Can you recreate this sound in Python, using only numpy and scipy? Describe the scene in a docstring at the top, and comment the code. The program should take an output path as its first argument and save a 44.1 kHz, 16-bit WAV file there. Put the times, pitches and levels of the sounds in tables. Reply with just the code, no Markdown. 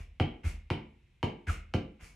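"""A football kept in the air with socked feet, in a small bare room with a wooden floor.
Each of four kicks is a short slap of the shell, a knock of the air inside, a puff and a deep thump,
and sets the room ringing. Between kicks a foot lands with a scuff and a thud of the boards;
once it slides and squeaks. Faint room air lies underneath."""
import sys
import numpy as np
from scipy import signal
from scipy.io import wavfile

SR = 44100
rng = np.random.default_rng(int(sys.argv[2]) if len(sys.argv) > 2 else 0)


def persist_wave(psi):
    """Save psi, clipped to +-1, as 16-bit WAV."""
    counts = np.round(np.clip(psi, -1, 1) * 32767).astype(np.int16)
    wavfile.write(sys.argv[1], SR, np.atleast_2d(counts).T)


N = 94815
TIME = np.arange(N) / SR
ROOM_MODE_DELAY_S = 0.01212


def from_db(db):
    """Decibels to gain."""
    return 10 ** (np.asarray(db) / 20)


def rms_one(x):
    """Scale to unit rms."""
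    return x / np.sqrt(np.mean(x ** 2) + 1e-20)


def at_hz(points, hz):
    """Interpolate a table over log frequency."""
    f_hz, value = np.transpose(points)
    return np.interp(np.log(hz), np.log(f_hz), value)


def band(x, low_hz, high_hz):
    """Causal band-pass."""
    edges_hz = [low_hz, np.clip(high_hz, low_hz + 10, 0.45 * SR)]
    return signal.sosfilt(signal.butter(2, edges_hz, "band", fs=SR, output="sos"), x + 1e-18)


def band_noise(low_hz, high_hz):
    """Mono noise band, unit rms."""
    return rms_one(band(rng.standard_normal(N), low_hz, high_hz))


def since(start_s):
    """Seconds since start_s, zero before."""
    return np.maximum(TIME - start_s, 0)


def decay(t_s, t60_s):
    """Exponential fall, 60 dB in t60_s."""
    return np.exp(-np.log(1000) * t_s / t60_s)


def ring(start_s, hz, t60_s):
    """A struck mode."""
    return np.sin(2 * np.pi * hz * since(start_s)) * decay(since(start_s), t60_s)


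def swell(start_s, rise_s, shape=2):
    """Envelope: up to 1 in rise_s, then dying away."""
    u = since(start_s) / rise_s
    return (u * np.exp(1 - u)) ** shape


def boom(start_s, hz, rise_s):
    """A few deep cycles that build and fade."""
    return np.sin(2 * np.pi * hz * since(start_s)) * swell(start_s, rise_s)


def echoed(x, delay_s, level_db):
    """Sound plus one early reflection."""
    return x + from_db(level_db) * np.interp(TIME - delay_s, TIME, x)


def stereo_bands(size):
    """Yield (centre Hz, stereo noise) per half octave; the sides are most alike in the bass."""
    # left-right likeness: f/Hz, correlation
    likeness = [(120, 0.98), (250, 1), (480, 0.58), (850, -0.14), (1800, 0.98), (3600, 0.31), (7200, 0.52),
                (14000, -0.81)]
    edges_hz = 22 * 2 ** np.arange(0, 9.6, 0.5)
    white = rng.standard_normal((2, 2, size + SR // 10))
    for k, (low_hz, high_hz) in enumerate(zip(edges_hz, edges_hz[1:])):
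        hz = np.sqrt(low_hz * high_hz)
        mid, side = band(white[k % 2], low_hz, high_hz)[:, -size:]
        alike = np.clip(at_hz(likeness, hz), -1, 1)
        yield hz, np.sqrt((1 + alike) / 2) * mid + np.sqrt((1 - alike) / 2) * side * [[1], [-1]]


def coloured(spectrum):
    """Stereo noise of the given spectrum, unit rms."""
    return rms_one(sum(from_db(at_hz(spectrum, hz)) * noise
                       for hz, noise in stereo_bands(N) if hz > spectrum[0][0]))


def reverb(x):
    """Diffuse room tail: builds quickly, dies sooner in the treble."""
    # tail against direct sound: f/Hz, level/dB
    tail_levels = [(130, 6), (250, 0.5), (500, 0), (900, 2.5), (1500, -6.5), (2600, 4.5), (4000, 3.5),
                   (8000, 2), (13000, 8)]
    # tail decay: f/Hz, t60/s
    tail_decays = [(130, 0.36), (400, 0.46), (1100, .38), (2800, 0.4), (5000, 0.26), (12000, 0.2)]
    t_s = np.arange(int(0.6 * SR)) / SR
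    response = 0
    for hz, noise in stereo_bands(len(t_s)):
        if hz > tail_levels[0][0]:
            onset_s = 0.003 + 1.9 / hz
            build_up = 1 - np.exp(-(t_s / onset_s) ** 2)
            tail = rms_one(noise * decay(t_s, at_hz(tail_decays, hz)) * build_up)
            band_share = hz * (2 ** 0.25 - 2 ** -0.25) / (SR / 2)
            response += from_db(at_hz(tail_levels, hz)) * tail * np.sqrt(band_share / len(t_s))
    return signal.fftconvolve(np.atleast_2d(x), response, axes=1)[:, :N]


def room_air():
    """Still air: faint steady noise, mostly bass."""
    # air spectrum: f/Hz, relative density/dB
    spectrum = [(25, -9.5), (45, 0), (85, -4.5), (170, -20.5), (450, -34), (1000, -38.5), (1700, -40),
                (2200, -29.5), (2600, -31), (4000, -44.5), (12000, -55), (15000, -58.5)]
    return from_db(-61.5) * coloured(spectrum)


def footfalls():
    """The sock brushes the wood with a grainy, slightly ringing hiss; the weight lands with a thud."""
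    # landings: t/s, thud/dB, boards/dB, relative scuff/dB, relative hiss/dB, hiss rise/s
    steps = [(-0.030, -65, -35.5, -48, -62, 0.024), (0.432, -25, -26, -43.5, -52, 0.037),
             (1.465, -23.5, -28, -40.5, -50.5, 0.035), (1.992, -54, -43, -54, -60, 0.051)]
    # sock scuffing wood: f/Hz, relative density/dB
    scuff_spectrum = [(130, 10.5), (280, 0), (500, -4.5), (1100, -2.5), (1700, -3), (2300, 2.5),
                      (3000, -31.5), (3800, -7), (8000, -42)]
    # sock hiss: f/Hz, relative density/dB
    hiss_spectrum = [(130, -17.5), (2500, -27), (3800, -2), (7000, 2), (11500, -5), (14500, -7.5)]
    scuff, hiss = coloured(scuff_spectrum), coloured(hiss_spectrum)
    grain = rms_one(from_db(2.5 * band_noise(60, 324)))
    ring_hz, width_hz = 2167, 167
    ringing = from_db(-7.5) * band_noise(ring_hz - width_hz / 2, ring_hz + width_hz / 2)
    rub = thuds = 0
    for start_s, thud_db, boards_db, scuff_db, hiss_db, rise_s in steps:
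        rub += from_db(scuff_db) * scuff * swell(start_s, 0.64 * rise_s, shape=0.98)
        rub += from_db(scuff_db) * ringing * swell(start_s, 0.5 * rise_s, shape=0.8)
        rub += from_db(hiss_db) * hiss * swell(start_s, rise_s, shape=2.33)
        thuds += from_db(thud_db) * boom(start_s + 0.011, hz=83.2, rise_s=0.017)
        thuds += boards(start_s, boards_db) + standing_waves(start_s, thud_db + 0.5)
    rub *= grain
    return from_db(-4.5) * (rub + reverb(rub.mean(axis=0))) + thuds


def standing_waves(start_s, level_db):
    """The room hums on at its own pitches after a thud or puff."""
    # room modes: f/Hz, relative level/dB, t60/s
    modes = [(115.7, -23, .25), (150, -21, 0.21), (188.2, -20, 0.14), (221.1, -28, 0.43),
             (301.3, -29.5, 0.39), (354, -32, .42), (523, -38.5, 0.13), (716.5, -33.5, .3),
             (1172, -45, 0.39)]
    return sum(from_db(level_db + db + rng.normal(0, 1)) * ring(start_s + ROOM_MODE_DELAY_S, hz, t60_s)
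               for hz, db, t60_s in modes)


def boards(start_s, level_db):
    """The floor sways on after a load."""
    # floor modes: f/Hz, relative level/dB, t60/s
    modes = [(42.2, -2, 0.54), (51.7, -7.5, 0.44), (67, -6, 0.37), (77, -10.5, 0.69)]
    return sum(from_db(level_db + db) * ring(start_s + 0.035, hz, t60_s) for hz, db, t60_s in modes)


def shell_slap(start_s, level_db, favoured_hz):
    """The ball's shell rings briefly, weaker away from the modes the contact favours."""
    # shell modes: f/Hz, relative level/dB, t60/s
    modes = [(1284, -2.5, 0.011), (1565, -5.5, 0.014), (1930, -7.5, 0.011), (2143, -8, 0.021),
             (2316, -5.5, 0.014), (2993, 1, 0.0063), (3193, -6, 0.0092)]
    fall_db_per_octave = 2
    slap = 0
    for k, (hz, db, t60_s) in enumerate(modes):
        gain = from_db(level_db + db - fall_db_per_octave * abs(np.log2(hz / favoured_hz)))
        detune = 1 + rng.normal(0, 0.022)   # each contact stretches the shell differently
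        slap += (-1) ** k * gain * ring(start_s, hz * detune, t60_s)
    return slap


def sock_brush(start_s):
    """The sock brushes the ball: a short hiss."""
    burst = rng.standard_normal(N) * (TIME > start_s) * decay(since(start_s), t60_s=0.033)
    return from_db(-50.5) * band(burst, 2600, 9030)


def kick(start_s, thump_db, puff_db, hollow_hz, knock_hz, knock_db, slap_db, slap_hz, tick_db):
    """The shell ticks and slaps, the air inside knocks, then the squashed ball puffs and thumps."""
    touch = signal.unit_impulse(N, int(start_s * SR))
    tick = from_db(tick_db + 6.5) * band(touch, 2780, 5010)
    slap = shell_slap(start_s, slap_db, slap_hz)
    knock = from_db(knock_db) * ring(start_s, knock_hz, t60_s=0.021)
    contact = tick + slap - knock + sock_brush(start_s)
    contact = echoed(contact, delay_s=0.0036, level_db=-16)   # off the floor

    puff_s, puff_hz, edge_ratio = start_s + 0.006504, 220.4, 1.82
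    push = signal.unit_impulse(N, int(puff_s * SR))
    puff = from_db(puff_db + 25.5) * band(push, puff_hz / edge_ratio, puff_hz * edge_ratio)
    puff_with_wall = echoed(puff, delay_s=0.00809, level_db=-6)
    hollow = from_db(puff_db - 30.5) * ring(puff_s, hollow_hz, t60_s=0.42)
    punch = from_db(-4.5) * boom(start_s + 0.0051, hz=130.2, rise_s=0.01)
    thump = from_db(thump_db) * (boom(start_s, hz=90.9, rise_s=0.024) + punch)

    knock_tail = from_db(knock_db - 23.5) * ring(start_s + ROOM_MODE_DELAY_S, knock_hz, t60_s=0.23)
    room = reverb(contact + puff) + standing_waves(start_s, puff_db) + knock_tail
    floor = boards(start_s, thump_db - 9.5)   # loaded by the standing leg
    return contact + puff_with_wall + hollow + thump + room + floor


def squeak():
    """Stick and slip: a rough tone that falls as the foot slows."""
    # sliding foot: t/s, f/Hz, level/dB
    slide = [(1.470, 1693, -45.5), (1.482, 1642, -43), (1.492, 1462, -35), (1.5, 1289, -32.5),
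             (1.509, 1342, -38.5), (1.517, 1220, -69)]
    t_s, hz, db = np.transpose(slide)
    jitter = 1 + 0.081 * band_noise(40, 700)
    phase = 2 * np.pi * np.cumsum(np.interp(TIME, t_s, hz) * jitter) / SR
    envelope = from_db(np.interp(TIME, t_s, db)) * (TIME > t_s[0]) * (TIME < t_s[-1])
    tone = envelope * (np.sin(phase) + from_db(-19) * np.sin(2 * phase))
    return tone + from_db(-1.5) * reverb(tone)


def scene():
    """Kicks, footfalls and one squeak over the still room."""
    # ball contacts, levels relative per layer:
    # t/s, thump/dB, puff/dB, hollow ring/Hz, knock/Hz, knock/dB, slap/dB, slap emphasis/Hz, tick/dB
    kicks = [(0.1991, -25, -9, 328.5, 750, -23, -21.5, 2410, -23),
             (0.7024, -32, -12.5, 361.3, 916, -26, -23, 2350, -23.5),
             (1.229, -34, -10.5, 432.3, 914, -22.5, -24.5, 2930, -23),
             (1.7385, -28.5, -10, 523.4, 746, -29, -25, 1400, -22)]
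    return sum(kick(*row) for row in kicks) + footfalls() + squeak() + room_air()


def record(dry):
    """Cut the deepest rumble and the top."""
    low_cut_hz, high_cut_hz = 49, 14600
    dry = signal.sosfilt(signal.butter(2, low_cut_hz, "high", fs=SR, output="sos"), dry)
    return signal.sosfilt(signal.ellip(10, 0.1, 80, high_cut_hz, fs=SR, output="sos"), dry)


dry = scene()
out = record(dry)
persist_wave(out)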